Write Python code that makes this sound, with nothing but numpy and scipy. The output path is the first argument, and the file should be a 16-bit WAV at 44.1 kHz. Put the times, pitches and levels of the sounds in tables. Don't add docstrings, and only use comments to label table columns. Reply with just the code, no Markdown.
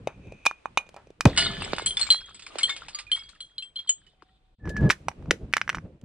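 import sys
import numpy as np
from scipy import signal
from scipy.fft import rfft, irfft
from scipy.io import wavfile
from scipy.ndimage import uniform_filter1d

SR = 44100
rng = np.random.default_rng(int(sys.argv[2]) if len(sys.argv) > 2 else 0)


def waveform_to_disk(signal):
    frames = np.transpose(np.atleast_2d(signal))
    scaled = np.clip(frames, -1, 1) * 32767
    samples = np.round(scaled).astype(np.int16)
    wavfile.write(sys.argv[1], SR, samples)


N = 266364
SIDE = np.array([[1], [-1]])

# t/s, level/dB, thud f/Hz, ring/dB re level, crack/dB re level, pan/dB (left minus right)
GLASS_LANDINGS = [(0.073, -14, 605, -20.5, -10, 4.5), (0.27, -48, 470, -12, -5, 15),
                  (0.322, -32.5, 536, -14, -5, 2), (0.454, -29.5, 870, 2, 10, 3),
                  (0.461, -22.5, 1720, -7, 11.5, -16), (0.465, -8, 1040, -3, 4.5, 2),
                  (0.512, -19.5, 1240, -23.5, -15, -2.5), (0.657, -15.5, 1066, -24, -21.5, -4),
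                  (0.774, -6.5, 1060, -7, -0.5, -1), (0.866, -48, 673, -2, -4, -5),
                  (0.891, -44.5, 544, -25, 11, 3), (0.943, -37, 730, -18.5, 0, 0),
                  (0.964, -33.5, 760, -18, 0.5, -3.5), (1.071, -43, 485, -17, -3, -1.5),
                  (1.104, -37, 426, -24.5, -5, -2), (1.208, -12.5, 1400, -17.5, 6.5, -1),
                  (1.254, -10, 406, -11.5, 2.5, 10.5)]
# f/Hz, level/dB, t60/s
GLASS_MODES = [(2540, -1.5, 0.028), (2425, 4.5, 0.03), (2450, -23, 0.2), (2950, -18.5, 0.064),
               (3670, -7.5, 0.019), (6330, -10.5, 0.031), (8600, -37, .06)]
# t/s, level/dB
SLOSHES = [(.08, -25), (.78, -22.5), (.968, -27)]
# t/s, level/dB
ROLL_ENVELOPE = [(.06, -75), (.08, -54), (.19, -72), (.25, -60), (.42, -61), (.5, -60), (.66, -73)]


def glass_bottle(out, cracks):
    for s, db, hz, ring_db, crack_db, pan in GLASS_LANDINGS:
        add(out, s, thud(hz, cycles=0.98, sag=0.056), db, pan)
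        add(out, s, rattle(ring(GLASS_MODES, rise_s=0.00034), decay_s=0.0049), db + ring_db, pan)
        add(cracks, s, snap(0.0026), db + crack_db, pan)
    for s, db in SLOSHES:
        add(out, s, band(snap(0.029), 400, 1300), db)
    grind = signal.fftconvolve(rng.standard_normal(N), ring(GLASS_MODES, rise_s=0.00044))[:N]
    out += unit(grind) * undb(envelope_db(ROLL_ENVELOPE))


def burst(out, cracks, s=1.255, start_hz=450, end_hz=80, glide_s=.006, t60_s=0.043):
    t = times(.3)
    hz = end_hz + (start_hz - end_hz) * np.exp(-t / glide_s)
    swing = np.sin(2 * np.pi * np.cumsum(hz) / SR) * 1000. ** (-t / t60_s)
    add(out, s, np.tanh(13 * swing), db=-6.5, pan_db=-.5)
    add(out, s, band(snap(0.026), 33, 490), db=6)
    add(cracks, s, snap(0.028), db=-26)


# t/s, level/dB, rattle decay/s
RAILING_HITS = [(1.363, -28, 0.003), (1.3745, -12, 0.022), (1.409, -29.5, 0.035), (1.622, -48, .004),
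                (1.783, -32, 0.0019)]
# f/Hz, level/dB, t60/s
RAILING_MODES = [(393, -23.5, 1.8), (679, -24, 0.71), (847, -31.5, 0.9), (965.6, -29, 0.89),
                 (1060, -20, 0.49), (1440, -10, 0.45), (1733, -23.5, 0.96), (1797, -39.5, 0.36),
                 (2143, -9.5, 0.37), (2385, -41, 0.21), (2310, -26.5, 0.22), (2930, -7, 0.18),
                 (3160, -21, 0.99), (2942, -24, 0.8), (3060, -26.5, 1.4), (3480, -24, 0.96),
                 (3520, -16, 0.31), (3682, -29, 0.43), (3770, -17, 0.27), (4240, -12, 0.28),
                 (4700, -20.5, 0.38), (4970, -20, 0.29), (4600, -29.5, 0.53), (8050, -8, 0.067),
                 (8400, -20.5, 0.17), (9080, -26, .08), (9500, -17, 0.17)]


def railing(out, cracks):
    for s, db, rattle_s in RAILING_HITS:
        add(out, s, rattle(ring(RAILING_MODES, rise_s=0.00067), rattle_s), db, pan_db=-.5)
        add(cracks, s, snap(rattle_s), db + 10.5)


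# t/s, level/dB, mid ring/dB re level, top ring/dB re level
BASE_BOUNCES = [(1.8603, -24, -2.5, -1), (1.8766, -29.5, -40, -31), (1.9071, -27.5, -38, -36),
                (2.1033, -17, 3, -11.5), (2.6316, -18, -8.5, -12.5), (3.1163, -12.5, -12.5, -22),
                (3.405, -33.5, -4.5, -15.5), (3.5816, -35, 0.5, -21), (3.7577, -29, -10, -32.5),
                (3.8737, -32.5, -13.5, -25)]
# f/Hz, level/dB, t60/s
BASE_LOW_MODES = [(3207, -0.5, 0.13), (3257, -15.5, 0.46), (3160, 1.5, 0.1), (3345, -13, .08),
                  (2167, -30, 0.076)]
BASE_MID_MODES = [(4095, 2.5, 0.14), (4300, -9, 0.18), (4060, -1, 0.046), (5300, -25, .1)]
BASE_TOP_MODES = [(7773, 8, 0.076), (7530, -5, 0.047), (7100, -14, 0.15), (9530, -4, 0.082),
                  (9630, 7.5, 0.14)]


def bottle_base(out, cracks, pan_db=1.5):
    for s, db, mid_db, top_db in BASE_BOUNCES:
        for modes, rel_db in ((BASE_LOW_MODES, 0), (BASE_MID_MODES, mid_db), (BASE_TOP_MODES, top_db)):
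            add(out, s, rattle(ring(modes, rise_s=0.00015), decay_s=0.005), db + rel_db, pan_db)
        add(cracks, s, snap(0.0098), db + top_db + 10, pan_db)
        add(out, s, band(snap(0.041), 5700, 10000), db + top_db + 7.5, pan_db)


# t/s, level/dB, main mode f/Hz, t60/s, high mode/dB re level, crack/dB re level, pan/dB
SHARD_CLINKS = [(1.6208, -20, 2690, 0.042, -7.5, -15.5, 3), (1.716, -37, 3840, 0.016, -21, 0, 2),
                (1.7625, -34, 3580, 0.029, -27, 8.5, 1), (1.784, -24, 3540, 0.058, -19, 2.5, 1),
                (1.8183, -31.5, 3900, 0.045, -5.5, -11, 2), (1.9699, -12.5, 3510, 0.06, -20.5, -2, -0.5),
                (1.9938, -27.5, 3500, 0.076, -0.5, 9.5, 8.5), (2.0115, -11, 4244, 0.051, -8, -6.5, 1.5),
                (2.0287, -21.5, 4230, .093, -11, -0.5, -10.5), (2.065, -34, 2260, .1, -2, 6, 13),
                (2.12, -23.5, 4100, 0.031, -9, 6.5, 7), (2.3446, -44.5, 3380, .1, 10.5, 13, 2),
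                (2.394, -40.5, 2570, .038, -35, 10, -5), (2.422, -41.5, 3520, 0.14, -4, 10, -2.5),
                (2.4651, -23, 2380, 0.017, -21, -3, 1.5), (2.5848, -17.5, 3150, 0.019, -1, 6, 0),
                (2.609, -28.5, 2180, 0.11, -36, -3, 12), (2.6936, -16.5, 3580, 0.09, -22, -1.5, 1.5),
                (2.696, -25, 2172, 0.16, -18, -5, 9.5), (2.7628, -35, 3210, 0.11, -19, 12.5, 0),
                (2.8834, -27.5, 2580, 0.017, -29, 4, -0.5), (2.9469, -21.5, 4710, .048, -3, -5.5, 0),
                (2.946, -41.5, 1197, 0.29, -19.5, -3, 11), (2.9881, -21, 2396, 0.023, -40, 1.5, -3.5),
                (3.0664, -38, 2450, 0.14, -40, -7.5, -7.5), (3.16, -41.5, 2214, 0.28, 1, 11, 6.5),
                (3.234, -37.5, 4560, 0.06, -25.5, -7, -1.5), (3.2901, -43, 4190, .046, -2.5, 6, 13),
                (3.292, -51, 1156, 0.11, -8, 0, -5), (3.349, -49, 1273, .1, -15, 2, -3),
                (3.623, -29, 3186, .17, -21.5, -9, 4.5), (3.7901, -26, 3240, .08, -45, -11.5, 1.5),
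                (4.0657, -49, 2980, 0.084, -16, -0.5, -8.5)]


def loose_shards(out, cracks):
    high_hzs = 7965 * (1 + 0.069 * rng.standard_normal(len(SHARD_CLINKS)))
    for (s, db, hz, t60, high_db, crack_db, pan), high_hz in zip(SHARD_CLINKS, high_hzs):
        modes = [(hz, -3, t60), (hz * 0.86, -12, 0.25 * t60), (high_hz, high_db, min(1.1 * t60, .18))]
        add(out, s, rattle(ring(modes, rise_s=0.001), decay_s=0.0021), db, pan)
        add(cracks, s, snap(0.017), db + crack_db, pan)


# f/Hz, level/dB, t60/s
LARGE_SHARD_MODES = [(2910, -9.5, 0.024), (3070, -44.5, 0.99), (3040, -2.5, 0.076), (6970, -13, 0.11),
                     (7600, -23, 0.13), (7400, -5.5, 0.04), (7510, -28, 0.19)]


def large_shard(out, cracks, s=3.8926, pan_db=2):
    add(out, s, rattle(ring(LARGE_SHARD_MODES, rise_s=0.00033), decay_s=0.0021), -7.5, pan_db)
    add(cracks, s, snap(0.011), -22.5, pan_db)


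# t/s, level/dB, f/Hz, pan/dB
WET_LANDINGS = [(1.62, -18.5, 1370, 3), (1.664, -27.5, 870, 0), (1.733, -8, 920, -4),
                (1.783, -16.5, 1630, -7), (1.796, -17.5, 1450, -2.5), (1.821, -28, 530, -10),
                (2.005, -30.5, 1050, 5), (2.09, -26.5, 1316, -6), (2.145, -22.5, 1430, -5),
                (2.468, -35, 1460, -9), (2.556, -20.5, 660, -4), (2.691, -29.5, 1490, -7),
                (2.884, -34.5, 970, -1), (3.176, -37, 1320, -8), (3.789, -47, 1205, -2),
                (3.863, -50, 1100, -8), (4.134, -56, 748, 7), (4.222, -37, 1279, 6.5), (4.225, -43, 407, 2)]


def splats(out, cracks):
    for s, db, hz, pan in WET_LANDINGS:
        add(out, s, thud(hz, cycles=2.5, sag=0.13 + 2.4 * undb(db)), db, pan)
        add(out, s, band(snap(0.0056), 600, 4000), db - 3.5, pan)


# t/s, level/dB, f/Hz, crack/dB re level, pan/dB
PLASTIC_KNOCKS = [(4.81, -57, 2510, 16, 6), (4.901, -2, 2270, -17, 5.5), (5.084, -11.5, 988, -3, -3.5),
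                  (5.115, -36.5, 974, -10, -3.5), (5.225, -45, 958, -8, -6), (5.258, -41.5, 1105, -7, -3.5),
                  (5.309, -2, 2620, 1, 2), (5.312, -13, 460, -10.5, 0), (5.527, -38, 1800, 4, 8),
                  (5.537, -2.5, 2340, -9, -3.5), (5.568, -5.5, 1590, -4, -4), (5.58, -18, 2004, -12, 2),
                  (5.615, -9.5, 1970, -18, -1), (5.678, -19, 1700, -26, -2.5),
                  (5.693, -10, 1630, -2.5, -0.5), (5.6995, -9.5, 2270, -15, -2), (5.729, -28, 1550, -9, 2),
                  (5.771, -28, 1220, -22, -6.5), (5.784, -27, 1440, -20, -1.5), (6.014, -60, 895, 16, -6)]
PLASTIC_SCUFFS = [(4.655, -35.5, 1250, -11.5, -2.5), (4.675, -30, 1300, -20, -6.5),
                  (4.692, -46, 3300, 14.5, 12), (4.766, -23.5, 1730, -7.5, -4), (4.893, -33.5, 908, 11, 1),
                  (4.905, -3.5, 1680, -4.5, -5.5), (5.747, -15, 1560, -12.5, -2)]
# f/Hz, level/dB, t60/s
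HOLLOW_MODES = [(1560, -1, 0.01), (1980, -1, 0.0086), (2367, 5, 0.0061), (2870, -11, 0.012),
                (4100, -41, 0.016), (5030, -24.5, 0.027), (5750, -13.5, 0.015)]


def plastic_bottle(out, cracks):
    for hits, contact_s in ((PLASTIC_KNOCKS, 0.0028), (PLASTIC_SCUFFS, 0.0092)):
        for s, db, hz, crack_db, pan in hits:
            add(out, s, thud(hz, cycles=0.9, sag=0.19), db, pan)
            add(out, s, rattle(ring(HOLLOW_MODES, rise_s=0.0014), contact_s), db - 3.5, pan)
            add(cracks, s, snap(contact_s), db + crack_db, pan)
            add(out, s, band(snap(0.13), 1500, 9500), db - 52, pan)


# t/s, length/s, starting f/Hz, level/dB
WALL_SQUEAKS = [(4.598, .05, 1750, -67.5), (4.641, 0.056, 1730, -49), (4.699, 0.053, 1760, -43),
                (4.756, 0.057, 1723, -36), (4.825, 0.059, 1724, -39), (4.921, 0.013, 1790, -32.5)]


def squeaks(out, cracks, sag_hz_per_s=1000, fade_s=.008):
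    waver = 1 + 0.0092 * walk(67)
    flicker = undb(1.8 * walk(60))
    for s, length, hz, db in WALL_SQUEAKS:
        t = np.arange(N) / SR - s
        gate = np.clip(np.minimum(t, length - t) / fade_s + .5, 0, 1) ** 2
        pitch = (hz - sag_hz_per_s * np.clip(t, 0, length)) * waver
        out += np.sqrt(2) * undb(db) * gate * flicker * np.sin(2 * np.pi * np.cumsum(pitch) / SR)


# t/s, level/dB
SPURTS = [(1.256, -40.5), (1.369, -30), (1.6, -46), (1.969, -43), (2.2, -54), (2.36, -53), (2.58, -41.5),
          (2.9, -54), (3.1, -54), (3.4, -66), (3.751, -63), (4.0, -67), (4.25, -71)]
# f/Hz, level/dB
FIZZ_EQ = [(240, -33), (400, -18.5), (866, -15.5), (1480, 3), (1670, -25.5), (3500, 10.5), (5040, -8),
           (5920, -42.5), (7810, -5), (8900, -10.5), (9860, -19.5), (10600, -65.5), (13000, -69)]


def splinters_and_foam(count=1800, end_s=4.3, attack_s=.02, decay_s=.16):
    tinkle, t = np.zeros((2, N)), times(.04)
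    start_s = SPURTS[0][0]
    for when, pitch, size, place in rng.random((count, 4)):
        hz = 1100 * 9. ** pitch
        ping = np.sin(2 * np.pi * hz * t) * np.exp(-t / (.0008 + .008 * place ** 5)) / np.sqrt(hz)
        add(tinkle, start_s + (end_s - start_s) * when, ping, 20 * size ** 3, 7.3 * (place - .5))
    tinkle /= np.sqrt(np.mean(tinkle[:, int(start_s * SR):int(end_s * SR)] ** 2))
    fizz = unit(colour(stereo_noise(width=.5), FIZZ_EQ))
    swell = np.zeros(N)
    for s, db in SPURTS:
        age = np.maximum(np.arange(N) / SR - s, 0)
        swell += undb(db) * (1 - np.exp(-age / attack_s)) * np.exp(-age / decay_s)
    return (tinkle + undb(-4) * fizz) * swell * undb(4 * walk(31))


# t/s, level/dB
GUST_ENVELOPE = [(0, -49), (.36, -46.5), (.5, -70.5), (.86, -59.5), (1.14, -63.5), (1.38, -37.5),
                 (1.85, -46.5), (2.2, -62.5), (2.75, -63), (3.45, -74), (4.3, -68), (4.55, -74),
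                 (4.61, -48), (4.68, -29.5), (4.76, -35.5), (4.864, -18), (4.93, -44.5), (5.17, -49),
                 (5.24, -37.5), (5.35, -33.5), (5.39, -41), (5.43, -37.5), (5.53, -50.5), (5.66, -55.5),
                 (5.78, -40.5), (5.81, -49.5), (5.85, -35.5), (5.92, -54), (5.97, -40), (6.0, -55),
                 (6.04, -38)]


def wind():
    rumble = unit(band(stereo_noise(width=0.089), 38, 190) * undb(4.9 * walk(35)))
    flutter = band(band(stereo_noise(width=0.18), 280, 550), 140, 710)
    flutter = unit(flutter * undb(5.9 * walk(40)))
    return undb(envelope_db(GUST_ENVELOPE)) * (rumble + undb(-13.5 - 1.5 * SIDE) * flutter)


# t/s, level/dB
DRONE_ENVELOPE = [(0, -65.5), (1.2, -69), (1.3, -53), (2.0, -57.5), (2.5, -66.5), (3.3, -61), (3.6, -75),
                  (4.55, -66), (4.6, -72.5), (6.04, -73.5)]


def drone():
    return unit(band(stereo_noise(width=0.15), 22, 59)) * undb(envelope_db(DRONE_ENVELOPE))


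# f/Hz, level/dB
HISS_EQ = [(180, -27.5), (300, -8), (565, -8.5), (1180, -13), (2160, -16.5), (2450, -14), (4750, -26),
           (6280, -30.5), (9230, -30.5), (12000, -61.5), (15600, -93), (22000, -120)]
# t/s, level/dB
HISS_ENVELOPE = [(0, -63.5), (1, -63), (1.24, -72), (1.36, -48.5), (1.7, -42.5), (2.4, -72), (2.56, -46),
                 (3.1, -68.5), (4.64, -77), (4.79, -58), (4.95, -62.5), (5.82, -66.5), (6.04, -76.5)]


def air():
    hiss = unit(colour(stereo_noise(width=1), HISS_EQ))
    return hiss * undb(envelope_db(HISS_ENVELOPE) + 0.26 * walk(7))


# t/s, level/dB
HUM_ENVELOPE = [(3.95, -92), (4.1, -77), (4.33, -73.5), (4.4, -82.5), (4.5, -79), (4.56, -86)]


def hum(hz=750):
    return unit(band(rng.standard_normal(N), hz - 12, hz + 12)) * undb(envelope_db(HUM_ENVELOPE))


def dropout(s=4.556, length_s=.024, fade_s=.012):
    t = np.arange(N) / SR - s
    return np.clip(np.maximum(-t, t - length_s) / fade_s, .02, 1)


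def echo(x, db=-20.5, t60_s=0.12):
    t = times(.4)
    tail = band(rng.standard_normal((2, len(t))), 600, 12000) * 1000. ** (-t / t60_s) * (t > .002)
    tail /= np.sqrt((tail ** 2).sum(axis=1, keepdims=True))
    return undb(db) * signal.fftconvolve(x, tail, axes=1)[:, :N]


def ring(modes, rise_s, scatter_db=1.5, waver_db=3, waver_per_s=90):
    hz, db, t60 = np.transpose(modes)[:, :, None]
    t = times(.8 * t60.max())
    weight, phase = rng.standard_normal((len(hz), 2)).T[:, :, None]
    knots = rng.standard_normal((len(hz), 200))
    waver = np.array([np.interp(t * waver_per_s, np.arange(len(k)), k - k[0]) for k in knots])
    gain = undb(db + scatter_db * weight + waver_db * waver) * 1000. ** (-t / t60)
    partials = gain * np.sin(2 * np.pi * hz * t + 2 * phase)
    return partials.sum(axis=0) * (1 - np.exp(-t / rise_s))


def rattle(x, decay_s, contacts_per_s=900):
    t = times(.15)
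    contacts = rng.random(len(t)) < contacts_per_s / SR
    taps = 0.51 * contacts * rng.standard_normal(len(t)) * np.exp(-t / decay_s)
    taps[0] = 1
    rattled = signal.fftconvolve(x, taps)
    return rattled * np.sqrt(np.sum(x ** 2) / np.sum(rattled ** 2))


def thud(hz, cycles, sag):
    turns = times(4 * cycles / hz) * hz * (1 + sag * cycles / 2)
    x = np.sin(2 * np.pi * np.log1p(sag * turns) / sag) * turns * np.exp(-2 * turns / cycles / (1 + sag))
    return x / np.abs(x).max()


def snap(decay_s):
    t = times(.2)
    return rng.standard_normal(len(t)) * np.exp(-t / decay_s) * np.cos(np.pi * t / .4) / 2


def stereo_noise(width):
    return rng.standard_normal(N) + width * SIDE * rng.standard_normal(N)


def walk(rate):
    hold = int(SR / rate)
    steps = np.repeat(rng.standard_normal(N // hold + 1), hold)
    return uniform_filter1d(uniform_filter1d(steps, hold), hold)[:N]


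def times(length_s):
    return np.arange(int(length_s * SR)) / SR


def undb(db):
    return 10 ** (np.asarray(db) / 20)


def unit(x):
    return x / np.sqrt(np.mean(x ** 2))


def envelope_db(points):
    return np.interp(np.arange(N) / SR, *np.transpose(points), left=-120, right=-120)


def band(x, lo_hz, hi_hz):
    return signal.sosfilt(signal.butter(2, [lo_hz, hi_hz], "bandpass", fs=SR, output="sos"), x)


def colour(x, eq):
    hz, db = np.transpose(eq)
    gain_db = np.interp(np.log(np.linspace(1, SR / 2, 513)), np.log(hz), db)
    cepstrum = irfft(gain_db * np.log(10) / 20)
    cepstrum[1:512] *= 2
    cepstrum[513:] = 0
    impulse = irfft(np.exp(rfft(cepstrum)))[None, :512]
    return signal.fftconvolve(x, impulse, axes=1)[:, :N]


def add(out, s, x, db, pan_db=0.):
    i = int(s * SR)
    x = x[:N - i]
    out[:, i:i + len(x)] += x * undb(db + SIDE * pan_db / 2)


# f/Hz, level/dB
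CRACK_EQ = [(300, -25.5), (1000, -3), (3000, -0.5), (5000, -2), (6300, -3), (8000, -6.5), (9800, -5.5),
            (11000, -14.5), (16000, -20)]


def submix(*sources):
    out, cracks = np.zeros((2, N)), np.zeros((2, N))
    for source in sources:
        source(out, cracks)
    return out + colour(cracks, CRACK_EQ)


def lag_left(x, phases):
    hz = np.linspace(0, SR / 2, N // 2 + 1)
    phase = np.interp(hz, *np.transpose(phases))
    return np.array([irfft(rfft(x[0]) * np.exp(1j * phase), N), x[1]])


# f/Hz, phase/rad
NEAR_PHASE = [(0, 0), (3500, -.6), (7200, -1.4), (10300, -3.1), (16000, -3.3)]
FAR_PHASE = [(0, 0), (2150, 0), (3200, -1), (4570, -1.9), (7240, -3.4), (9220, -6.2), (16000, -9)]
# f/Hz, level/dB
DEBRIS_EQ = [(300, -9), (5100, 1.5), (5600, -9), (7000, -1), (7500, 0), (9900, -13), (10500, -30),
             (16000, -31.5)]


def scene():
    bottles = submix(glass_bottle, burst, plastic_bottle, squeaks)
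    debris = submix(railing, bottle_base, loose_shards, large_shard, splats) + splinters_and_foam()
    direct = lag_left(bottles, NEAR_PHASE) + lag_left(colour(debris, DEBRIS_EQ), FAR_PHASE)
    return direct + echo(direct) + (air() + hum() + wind() + drone()) * dropout()


def record(dry):
    soft = .9 * np.tanh(dry / .9 + (dry / .9) ** 3 / 3)
    return signal.sosfilt(signal.ellip(8, .2, 70, 16400, fs=SR, output="sos"), soft)


dry = scene()
out = record(dry)
waveform_to_disk(out)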